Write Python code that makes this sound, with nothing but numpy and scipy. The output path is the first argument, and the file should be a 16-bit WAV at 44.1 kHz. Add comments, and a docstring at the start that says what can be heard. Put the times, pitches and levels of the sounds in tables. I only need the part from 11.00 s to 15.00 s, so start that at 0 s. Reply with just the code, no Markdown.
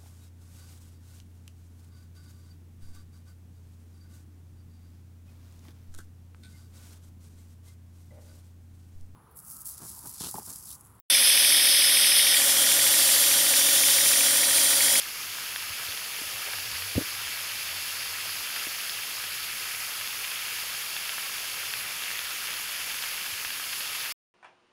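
"""A steady hiss of compressed air over a knocking diesel: a towed screw compressor, hood up, in a yard.
The rushing air rings in the pipes and the tank. The three-cylinder engine pulses, knocks and clatters
in the same pattern every cycle and makes a panel drone; the screw rotors add a thin whine.
Something near the microphone, probably a hand, colours the sound, then slides away by about 1.4 s."""
import sys
import numpy as np
from scipy import signal
from scipy.fft import rfft, irfft
from scipy.io import wavfile
from scipy.ndimage import map_coordinates

SR = 44100
rng = np.random.default_rng(int(sys.argv[2]) if len(sys.argv) > 2 else 0)


def persist_wave(psi):
    """Save psi, clipped to +-1, as 16-bit WAV."""
    counts = np.round(np.clip(psi, -1, 1) * 32767).astype(np.int16)
    wavfile.write(sys.argv[1], SR, np.atleast_2d(counts).T)


N = 176400
TIME_S = np.arange(N) / SR
BINS_HZ = np.arange(N // 2 + 1) * SR / N
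CYCLE_HZ = 13.4


def from_db(db):
    return 10 ** (np.asarray(db) / 20)


def unit_rms(x):
    return x / np.sqrt(np.mean(x ** 2) + 1e-20)


def at_hz(points, hz):
    """Read a dB spectrum on a log-frequency axis."""
    f, db = np.transpose(points)
    return np.interp(np.log(np.maximum(hz, 1)), np.log(f), db)


def in_time(points):
    return np.interp(TIME_S, *np.transpose(points))


def drift(rate_hz):
    """Random wander through unit-variance knots."""
    return np.interp(TIME_S * rate_hz, np.arange(1000), rng.standard_normal(1000))


def noise(gain):
    """Noise of the given amplitude per root hertz."""
    return irfft(rfft(rng.standard_normal(N)) * gain, N) * np.sqrt(SR / 2)


def cycle_gain(cycles, spread_db=.8):
    """A fresh random strength for each engine cycle."""
    return from_db(spread_db * rng.standard_normal(100)[np.floor(cycles).astype(int) + 2])


# Turbulence spectrum: f/Hz, density/dB
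AIR_SPECTRUM = [(1500, -88), (2600, -67.5), (2850, -69.5), (3100, -63.5), (3500, -64), (4200, -65.5),
                (5000, -65), (6000, -65), (7000, -64), (8200, -64), (9200, -62.5), (10500, -62),
                (11600, -63.5), (13000, -68), (14000, -70), (15700, -67.5)]
# Pipe and tank resonances: f/Hz, width/Hz, lift/dB
PIPE_RESONANCES = [(2960, 70, 6), (3193, 40, 9), (3305, 45, 8.5), (3490, 100, 6), (3675, 35, 5),
                   (3810, 45, 4), (4000, 120, 4), (4545, 70, 8.5), (4920, 70, 3), (5125, 35, 10),
                   (5200, 100, 5), (5690, 90, 8.5), (6040, 50, 5), (7320, 90, 4), (8540, 90, 7.5),
                   (8940, 70, 6), (9160, 80, 9), (9300, 70, 5), (9450, 70, 4), (9905, 45, 9),
                   (10010, 80, 7), (10350, 90, 6), (10555, 60, 6), (10810, 50, 5), (11150, 70, 4),
                   (11480, 80, 5.5), (11640, 80, 5.5), (12240, 100, 5.5), (12880, 70, 5), (13260, 80, 5),
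                   (14520, 90, 3), (15060, 100, 6), (15260, 60, 5)]
# Flow strength: t/s, gain/dB
AIR_GAIN = [(.1, 1), (.8, 1), (1.3, 0.5), (1.8, 0.8), (2.4, 0.6), (3.0, 1), (3.5, 0), (4, 1.5)]

def air(cycles, flutter_db=.8, throb_db=.06):
    """Turbulent air rings pipes and tank; the flow flutters and throbs faintly with the firings."""
    power_lift = 1 + sum((from_db(db) ** 2 - 1) / (1 + (2 * (BINS_HZ - hz) / width_hz) ** 2) ** 1.5
                         for hz, width_hz, db in PIPE_RESONANCES)
    firing = np.cos(2 * np.pi * 3 * (cycles - .05))
    gain_db = in_time(AIR_GAIN) + flutter_db * drift(40) + throb_db * firing
    hiss = noise(from_db(at_hz(AIR_SPECTRUM, BINS_HZ)) * np.sqrt(power_lift))
    return from_db(gain_db) * hood_reflections(hiss)


def hood_reflections(x, depth_db=2.8, spacing_hz=75, rate_hz=1.4):
    """Reflections under the hood add and cancel differently as the microphone sways."""
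    hz, times_s, frames = signal.stft(x, SR, nperseg=4096)
    grid = np.meshgrid(hz / spacing_hz, times_s * rate_hz, indexing="ij")
    ripple = map_coordinates(rng.standard_normal((1024, 64)), grid, order=1, mode="wrap")
    return signal.istft(frames * from_db(depth_db * ripple), SR)[1][:N]


# Combustion knocks and valve clacks: phase/cycles, f/Hz, width/Hz, rms level/dB, decay/s
KNOCK_PATTERN = [(.985, 2330, 480, -38.8, .003), (.02, 1950, 600, -43.5, .007),
                 (.305, 1900, 330, -43.5, .005), (.365, 1470, 240, -47, .005), (.43, 1850, 600, -52, .006),
                 (.635, 1480, 260, -51, .004), (.655, 2030, 600, -45, .005), (.735, 1680, 480, -45, .005),
                 (.85, 1800, 450, -53, .005)]
# Engine block modes: f/Hz, relative level/dB
BLOCK_RESONANCES = [(1190, 18), (1420, 10), (1475, 9), (1545, -16), (1700, 1), (1770, 2), (1878, 10),
                    (1960, -6), (2105, 4), (2225, 3), (2340, 1), (2470, 4), (2590, -3.5)]

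def knocks(cycles, attack_s=.001, grit_db=-2.5):
    """Each knock rings the block modes near its pitch, alike in every cycle but with fresh grit."""
    out = 0
    mode_hz, mode_db = np.transpose(BLOCK_RESONANCES)
    ring_s = np.linspace(0, 1 / CYCLE_HZ, 4000)
    for phase, hz, width_hz, db, decay_s in KNOCK_PATTERN:
        age_s = (cycles - phase) % 1 / CYCLE_HZ
        envelope = np.minimum(age_s / attack_s, 1) * np.exp(-np.maximum(age_s - attack_s, 0) / decay_s)
        weights = from_db(mode_db) / (1 + (2 * (mode_hz - hz) / width_hz) ** 2)
        ring = np.sin(2 * np.pi * (ring_s[:, None] * mode_hz + rng.random(len(mode_hz)))) @ weights
        grit = noise(1 / (1 + (2 * (BINS_HZ - hz) / width_hz) ** 2))
        knock = unit_rms(envelope * np.interp(age_s, ring_s, ring))
        knock += from_db(grit_db) * unit_rms(envelope * grit)
        out += from_db(db) * cycle_gain(cycles - phase) * unit_rms(knock)
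    return out


# Gear and valve train spectrum: f/Hz, density/dB
GEAR_SPECTRUM = [(60, -100), (180, -80.5), (280, -84.5), (350, -76), (420, -82.5), (560, -71.5), (700, -79),
                 (1050, -75), (1500, -84), (2200, -66), (3000, -111)]
# Loose-part spectrum: f/Hz, density/dB
RATTLE_SPECTRUM = [(25, -95), (60, -96), (130, -91), (210, -79.5), (300, -71), (420, -80), (600, -69.5),
                   (800, -70), (1100, -76.5), (1500, -69.5), (2100, -70), (2800, -80), (4000, -74)]
# Strength of both: t/s, gain/dB
CLATTER_GAIN = [(.1, 0), (1.3, 0), (1.55, -0.5), (1.9, -0.5), (2.6, -2), (3.3, -1.5), (4, -1)]

def clatter(cycles, size=8192):
    """Gears and valve train repeat one dense pattern each cycle; loose parts rattle at random."""
    hz = np.arange(size // 2 + 1) * CYCLE_HZ
    in_band = (hz > 0) & (hz < GEAR_SPECTRUM[-1][0])
    lines = from_db(at_hz(GEAR_SPECTRUM, hz)) * in_band * np.exp(2j * np.pi * rng.random(len(hz)))
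    pattern = irfft(lines) * size * np.sqrt(CYCLE_HZ / 2)
    gears = np.interp(cycles, np.arange(size) / size, pattern, period=1)
    rattle = noise(from_db(at_hz(RATTLE_SPECTRUM, BINS_HZ)))
    return from_db(in_time(CLATTER_GAIN)) * (gears + rattle)


# Panel swells: phase/cycles, f/Hz, Gaussian sigma/s, relative level/dB
PANEL_SWELLS = [(.1869, 565, .0051, -5), (.6676, 561, .0146, -1.5), (.9402, 533, .0059, 0)]

def panel(cycles, level_db=-36.5):
    """A sheet-metal panel drones in three uneven swells per cycle, one per cylinder."""
    out = 0
    for phase, hz, sigma_s, db in PANEL_SWELLS:
        swell_cycles = cycles - phase + .5
        offset_s = (swell_cycles % 1 - .5) / CYCLE_HZ
        swell = np.exp(-.5 * (offset_s / sigma_s) ** 2) * np.cos(2 * np.pi * hz * offset_s)
        out += from_db(level_db + db) * cycle_gain(swell_cycles) * swell
    return out


# Exhaust and block tones: multiple of the cycle rate, rms level/dB
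EXHAUST_ORDERS = [(6, -67), (9, -60.5), (12, -63), (18, -57), (19, -63.5), (21, -55), (24, -60.5),
                  (35, -69.5), (54, -55.5), (65, -75), (75, -63.5), (78, -58.5)]

def exhaust(cycles, waver_db=3.1):
    """Clean tones locked to the crankshaft, each wavering in level."""
    out = 0
    for order, db in EXHAUST_ORDERS:
        amplitude = from_db(db + waver_db * drift(4.96)) * np.sqrt(2)
        out += amplitude * np.sin(2 * np.pi * (order * cycles + rng.random()))
    return out


# Rotor whine: t/s, rms level/dB
ROTOR_LEVEL = [(.1, -50), (1.5, -59), (2.5, -53), (3.2, -56), (3.5, -49.5), (4, -52)]

def rotor_whine(cycles, pitch_hz=944):
    """The meshing screw rotors give one thin tone."""
    return from_db(in_time(ROTOR_LEVEL)) * np.sqrt(2) * np.sin(2 * np.pi * pitch_hz * cycles / CYCLE_HZ)


def scene(jitter_s=.00015):
    """One crankshaft times every layer."""
    cycles = CYCLE_HZ * (TIME_S + jitter_s * drift(6))
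    engine = exhaust(cycles) + knocks(cycles) + panel(cycles) + clatter(cycles)
    return (engine + rotor_whine(cycles) + air(cycles))[None]


# Hollow between hand and microphone: f/Hz, gain/dB
HOLLOW_RESPONSE = [(100, -3), (600, -4.5), (1400, -3), (2300, 4), (3000, 4.5), (3280, 1), (3600, 6.5),
                   (4000, -0.5), (4300, 3), (4750, 0), (5150, 6.5), (5700, -1.5), (6250, -1.5), (7150, -15),
                   (7900, -4.5), (8700, 0.5), (10500, 1), (12000, -2), (14000, -3), (15700, -3.5)]
# Hand movement: t/s, closeness/0-1, tuning ratio of the hollow
HAND_PATH = [(0, 1, 1), (1.19, 1, 1), (1.26, .8, 1.06), (1.32, .85, 1.0), (1.37, .6, .86), (1.395, .3, .78),
             (1.43, 0, .7)]

def hand(x, full_slide_hz=6000):
    """The hollow's colour fades as the hand leaves, its treble dip and peak sliding down."""
    hz, times_s, frames = signal.stft(x, SR, nperseg=1024)
    path_s, closeness, tuning = np.transpose(HAND_PATH)
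    slide_share = np.minimum(hz[:, None] / full_slide_hz, 1) ** 2
    slide = np.interp(times_s, path_s, tuning) ** slide_share
    colour_db = np.interp(times_s, path_s, closeness) * at_hz(HOLLOW_RESPONSE, hz[:, None] / slide)
    return signal.istft(frames * from_db(colour_db), SR)[1][:, :N]


def record(dry, notch_hz=7875, notch_width_hz=150, start_s=.1, cutoff_hz=15700):
    """Hand colour, a narrow treble notch, an abrupt switch-on and a steep top cut."""
    notch = signal.iirnotch(notch_hz, notch_hz / notch_width_hz, SR)
    switched_on = signal.lfilter(*notch, hand(dry)) * (TIME_S > start_s)
    return irfft(rfft(switched_on) / np.sqrt(1 + (BINS_HZ / cutoff_hz) ** 1500), N)


dry = scene()
out = record(dry)
persist_wave(out)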